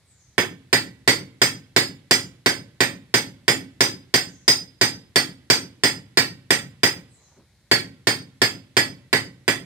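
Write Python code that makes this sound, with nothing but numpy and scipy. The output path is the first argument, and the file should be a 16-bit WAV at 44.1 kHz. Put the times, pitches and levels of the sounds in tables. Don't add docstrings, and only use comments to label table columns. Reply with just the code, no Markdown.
import sys
import numpy as np
from scipy import signal
from scipy.fft import rfft, irfft, next_fast_len
from scipy.io import wavfile
from scipy.ndimage import uniform_filter1d, map_coordinates

SR = 44100
rng = np.random.default_rng(int(sys.argv[2]) if len(sys.argv) > 2 else 0)


def store_pcm(level_fs):
    pcm = np.round(np.clip(level_fs, -1, 1) * 32767).astype(np.int16)
    wavfile.write(sys.argv[1], SR, np.atleast_2d(pcm).T)


N = 425565
SIZE = 40960
HZ = np.fft.rfftfreq(SIZE, 1 / SR)


def amp(db):
    return 10 ** (np.asarray(db) / 20)


def unit(x):
    return x / np.sqrt(np.mean(x ** 2) + 1e-20)


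def along(points, hz):
    f, v = np.transpose(points)
    return np.interp(np.log(hz + 1), np.log(f + 1), v)


def filtered(x, response):
    n = x.shape[-1]
    m = next_fast_len(n + SR // 2)
    return irfft(rfft(x, m) * response(np.fft.rfftfreq(m, 1 / SR)), m)[..., :n]


def causal(gain):
    cepstrum = irfft(np.log(np.maximum(gain, 1e-6)))
    forward_only = np.r_[1, np.full(SIZE // 2 - 1, 2), 1, np.zeros(SIZE // 2 - 1)]
    return np.exp(rfft(cepstrum * forward_only))


def to_sound(spectrum):
    return irfft(spectrum) * np.clip(np.linspace(4, -1, SIZE), 0, 1)


def panned(db):
    pair = np.array([amp(db / 2), amp(-db / 2)])
    return pair / np.sqrt(np.mean(pair ** 2, axis=0))


def stereo_noise(size):
    # frequency in Hz, likeness of left and right (1 is identical).
    likeness = [(220, 0.95), (700, 0.87), (1400, 1), (5000, 0.019)]
    turn = lambda hz: np.arccos(np.clip(along(likeness, hz), -1, 1)) / 2
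    shares = lambda hz: np.array([np.cos(turn(hz)), np.sin(turn(hz))])
    mid, side = filtered(rng.standard_normal((2, size)), shares)
    return np.array([mid + side, mid - side])


def noise_band(size, pitch_hz, width_hz):
    return unit(filtered(stereo_noise(size), lambda hz: 1 / (1 + ((hz - pitch_hz) / width_hz) ** 2)))


def add(out, start, sound):
    part = out[:, max(round(start * SR), 0):][:, :sound.shape[-1]]
    part += sound[..., :part.shape[-1]]


def hush(db):
    # frequency in Hz, relative level in dB.
    colour = [(25, -30), (42, -20.5), (65, -2.5), (130, -4.5), (250, -18.5), (500, -23.5), (1200, -29.5),
              (2100, -23), (2800, -32), (4000, -24), (6000, -30), (10000, -32.5), (15000, -44.5)]
    return amp(db) * unit(filtered(stereo_noise(N), lambda hz: amp(along(colour, hz))))


def falling_hisses(width_hz):
    # start in seconds, level in dB.
    hisses = [(0.031, -58.5), (4.148, -54), (7.061, -58)]
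    # seconds into a hiss, pitch in Hz, level change in dB.
    glide = [(0, 8800, -19), (.08, 8000, -1), (.14, 7070, -5.5), (0.199, 6440, -2), (0.272, 6250, -7.5),
             (.35, 6140, -10)]
    out = np.zeros((2, N))
    times, pitch, change_db = np.transpose(glide)
    t = np.arange(int(times[-1] * SR)) / SR
    tone = np.exp(2j * np.pi * np.cumsum(np.interp(t, times, pitch)) / SR)
    fade = signal.windows.tukey(len(t), .2)
    keep_lows = lambda f: 1 / (1 + f / width_hz) / (1 + (f / 2500) ** 4)
    for start, db in hisses:
        flutter = filtered(rng.standard_normal((2, 2, len(t))), keep_lows)
        hiss = unit(flutter[0] * tone.real + flutter[1] * tone.imag)
        add(out, start, hiss * amp(db + np.interp(t, times, change_db)) * fade)
    return out


def hand_bumps(width_hz):
    # start in seconds, level in dB, pitch in Hz, seconds to fade by 60 dB.
    bumps = [(.295, -63, 170, 0.11), (7.366, -48.5, 272, .25)]
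    out, t = np.zeros((2, N)), np.arange(SR // 2) / SR
    rise = 1 - np.exp(-t / 0.0041)
    for start, db, hz, fade_s in bumps:
        add(out, start, noise_band(len(t), hz, width_hz) * amp(db - 60 * t / fade_s) * rise)
    return out


def shed(walls_fade_s):
    # frequency in Hz, dB against the first echoes.
    boom_db = [(110, -7), (200, -2.5), (400, -17.5), (700, -29.5), (2000, -35.5), (2800, -30), (5000, -27),
               (8000, -36)]
    # frequency in Hz, seconds for the boom to fade by 60 dB.
    boom_fade = [(110, 0.78), (300, 0.41), (1000, 0.84), (3000, 0.8), (4500, 0.45)]
    # frequency in Hz, dB against the echoes.
    straight = [(150, -3), (400, -7.5), (900, -8.5), (2500, -11.5), (8000, -28.5)]
    hz, t, noise = signal.stft(stereo_noise(SIZE), SR, nperseg=256)
    boom = amp(along(boom_db, hz)[:, None] - 60 * t / along(boom_fade, hz)[:, None])
    walls = amp(-60 * t / walls_fade_s)
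    echoes = signal.istft(noise * np.hypot(walls, boom), SR, nperseg=256)[1][:, :SIZE]
    return rfft(unit(echoes)) / np.sqrt(SIZE) + amp(along(straight, HZ))


def evened(path, width_hz):
    smooth = lambda v: uniform_filter1d(v, max(int(width_hz / HZ[1]), 1), axis=-1)
    power = smooth(smooth(np.abs(path) ** 2))
    return path * causal(1 / np.sqrt(np.abs(power) + 1e-9))


def contact_colour(db):
    # frequency in Hz, relative level in dB.
    colour = [(40, -53), (80, -30.5), (115, -14.5), (150, -16), (205, -23.5), (300, -15), (480, -19),
              (640, -23), (850, -19.5), (1200, -24), (2000, -15), (2800, -23.5), (3700, -23.5),
              (6500, -33.5), (8000, -33.5), (9800, -44.5), (15000, -42.5)]
    # frequency in Hz, left over right in dB.
    sides = [(150, 0), (350, 1), (700, -2.5), (2100, -10), (3500, -3.5), (6500, -12), (9000, 1)]
    knots = HZ / 70
    depth_db = along([(1500, 0), (4000, 1.5), (8000, 3), (10000, 6)], HZ)
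    ripple_db = depth_db * map_coordinates(rng.standard_normal(int(knots[-1]) + 4), [knots])
    return amp(db + along(colour, HZ) + ripple_db) * panned(along(sides, HZ))


def ring_boost_db(hz, start, spot):
    # pitch in Hz, dB at the middle of the face, dB per unit of spot, dB per second of creep.
    spot_rings = [(1709, -1, 4, 1), (4515, 2.5, 9.5, 0), (4950, 0.6, -0.5, 0.22), (6020, -2.5, -2.9, -0.2),
                  (7190, 1.5, 0.2, -0.3)]
    # frequency in Hz, random spread between blows in dB.
    scatter = [(400, .8), (2000, 1.2), (6000, 1.6)]
    ring_hz, middle_db, spot_db, creep_db_per_s = np.transpose(spot_rings)
    matches = np.abs(hz[:, None] / ring_hz - 1) < .02
    place_db = middle_db + spot_db * spot + creep_db_per_s * (start - N / SR / 2)
    return matches @ place_db + along(scatter, hz) * rng.standard_normal(len(hz))


def resonator(pitch_hz, width_hz):
    return 1j * HZ * width_hz / (pitch_hz ** 2 - HZ ** 2 + 1j * HZ * width_hz)


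def hammering(ring_db, contact_db, ring_direct_db, extra_damping_hz, stump_hz, rock_db, rock_delay_s):
    # start in seconds, force in dB, hardness in dB, spot on the face (0 is the middle).
    blows = [(0.3805, 0.6, -4.5, -1.7), (0.7287, 1.1, -0.5, 0.4), (1.0766, 2.2, -0.5, 0.2),
             (1.4168, 0.5, 2.5, -0.49), (1.763, 1.14, 0.5, 0.37), (2.11, 0.5, 3.5, -0.052),
             (2.4606, 0.46, -1, -0.21), (2.8053, 1, -1.5, -0.033), (3.1407, 0.1, 1, -0.58),
             (3.4803, 1.3, -1, -0.49), (3.8067, -0.1, 2.5, -0.94), (4.14, -0.4, 2.5, -0.044),
             (4.4796, -2, 7, -1.1), (4.8126, -0.2, 2.0, -0.24), (5.1586, 0.26, 1.5, 0.49),
             (5.5005, 0.7, 3, 0.11), (5.8358, 0, 2.0, -0.3), (6.1727, 0.9, 1, 0.54),
             (6.5057, 0.5, 0, -0.94), (6.833, 0.84, 1, -1.0), (7.714, 0.8, -1.5, 0.79),
             (8.071, -0.1, -0.5, 0.45), (8.4174, 0.4, 0, 0.3), (8.768, 1.06, -0.5, 0.13),
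             (9.1292, 0.45, -4, 0.19), (9.4797, -0.5, -2.5, -0.7)]
    # pitch in Hz, relative energy in dB,
    # seconds to fade by 60 dB before extra damping, left over right in dB.
    rings = [(270.0, 1.5, 0.24, -3.0), (376.0, 5.0, 0.05, -15.0), (450, -2, 0.22, -2), (560, -6, 0.2, -2),
             (689.0, -3.8, 0.082, 2.0), (1041.0, -1.5, 0.07, -8.0), (1378.0, -1.0, 0.12, -15.0),
             (1528.0, 2.2, 0.073, -14.0), (1709.0, 4.8, 0.176, -15.0), (1790.0, 4.5, 0.063, -14.0),
             (1860.0, 7.4, 0.033, -12.0), (1951.0, 7.5, 0.076, -15.0), (2285.0, 5.5, 0.07, -15.0),
             (3226.0, -1.8, 0.08, -1.0), (3561.0, 3.1, 0.015, -8.0), (4498.0, 5.6, 0.063, 0.0),
             (4524.0, 1.4, 0.09, 3.0), (4932.0, 7.5, 0.024, -2.0), (4970.0, 9.6, 0.15, 2.0),
             (5388.0, 3.3, 0.044, -11.0), (5980.0, 4.3, 0.15, -5.0), (6064.0, -1.0, 0.19, -2.0),
             (7190.0, 3.5, 0.11, -8.0), (7562.0, -1.4, 0.044, -5.0), (8293.0, 1.3, 0.062, 7.0),
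             (8704.0, 3.1, 0.026, 1.0), (9383.0, -11.0, 0.049, -3.0), (11318.0, -8.3, 0.049, 3.0),
             (12973.0, -9.5, 0.131, -4.0), (15148.0, -9.6, 0.062, 1.0)]
    # frequency in Hz, dB per dB of hardness.
    treble_lift = [(2500, 0), (4500, 0.82), (5000, 1.6), (6000, 1.33), (7500, 0.96), (12000, 0.83)]
    out = np.zeros((2, N))
    hz, energy_db, fade_s, pan_db = np.transpose(rings)
    width = (np.log(1000) / np.pi / fade_s + extra_damping_hz)[:, None]
    resonance = resonator(hz[:, None], width) * resonator(hz[:, None], 6 * width + 60)
    ring_power = np.abs(resonance.T) ** 2
    contact = contact_colour(contact_db)
    lag = (1 - 2 * resonator(stump_hz, stump_hz)) ** 2
    left_late_s = .00012
    arrival = np.exp(np.pi * 1j * HZ * left_late_s * np.array([[-1], [1]]))
    still_path, *fresh_paths = [shed(walls_fade_s=0.24) for _ in range(len(blows) + 1)]
    moved = .35
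    for (start, force_db, hardness_db, spot), fresh in zip(blows, fresh_paths):
        path = evened(np.sqrt(1 - moved) * still_path + np.sqrt(moved) * fresh, width_hz=94)
        drive_db = lambda f: force_db + hardness_db * along(treble_lift, f)
        level_db = ring_db + energy_db + drive_db(hz) + ring_boost_db(hz, start, spot)
        ring_path = path + amp(ring_direct_db)
        energy = np.abs(ring_path) ** 2 @ ring_power * 2 / SIZE
        sign = rng.choice([-1, 1], (2, len(hz))) ** (hz > 1200)
        ring = (sign * amp(level_db) * panned(pan_db) / np.sqrt(energy)) @ resonance
        crack = causal(contact * amp(drive_db(HZ))) * np.sqrt(SR / 2)
        add(out, start, to_sound(arrival * lag * (path * crack + ring_path * ring)))
        thump = to_sound(path * resonator(pitch_hz=150, width_hz=110) ** 2) * np.sqrt(SR / 2)
        add(out, start + rock_delay_s, thump * amp(rock_db + force_db))
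    return out


def sliding_strip(grain_db):
    # time in seconds, level in dB.
    swell = [(7.05, -95), (7.2, -68), (7.33, -65), (7.42, -64.5), (7.52, -92)]
    # frequency in Hz, relative level in dB.
    colour = [(200, -12.5), (450, -1), (1000, -1.5), (1600, -11), (3600, -16.5), (4100, -11.5), (4500, -17),
              (9000, -35.5)]
    t = np.arange(N) / SR
    catching = unit(uniform_filter1d(rng.standard_normal(N), SR // 80))
    grainy = stereo_noise(N) * amp(grain_db * catching)
    rub = unit(filtered(grainy, lambda hz: amp(along(colour, hz))))
    return rub * amp(np.interp(t, *np.transpose(swell), left=-120, right=-120))


def whistle(start, length_s, pitch_hz, width_hz, db):
    out, size = np.zeros((2, N)), int(length_s * SR)
    swell = np.sin(np.linspace(0, np.pi, size))
    add(out, start, amp(db) * noise_band(size, pitch_hz, width_hz) * swell)
    return out


def scene():
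    blows = hammering(ring_db=-2.22, contact_db=-0.62, ring_direct_db=-3.5, extra_damping_hz=2,
                      stump_hz=223, rock_db=-29, rock_delay_s=0.13)
    hand = hand_bumps(width_hz=180) + sliding_strip(grain_db=3)
    yard = falling_hisses(width_hz=340) + hush(db=-60.5)
    yard += whistle(start=7.08, length_s=.26, pitch_hz=4054, width_hz=40, db=-69)
    return blows + hand + yard


def record(dry):
    ceiling, top_hz = .9, 15500
    rounded = dry / (1 + np.abs(dry / ceiling) ** 4) ** (1 / 4)
    return filtered(rounded, lambda hz: 1 / np.sqrt(1 + (hz / top_hz) ** 160))


dry = scene()
out = record(dry)
store_pcm(out)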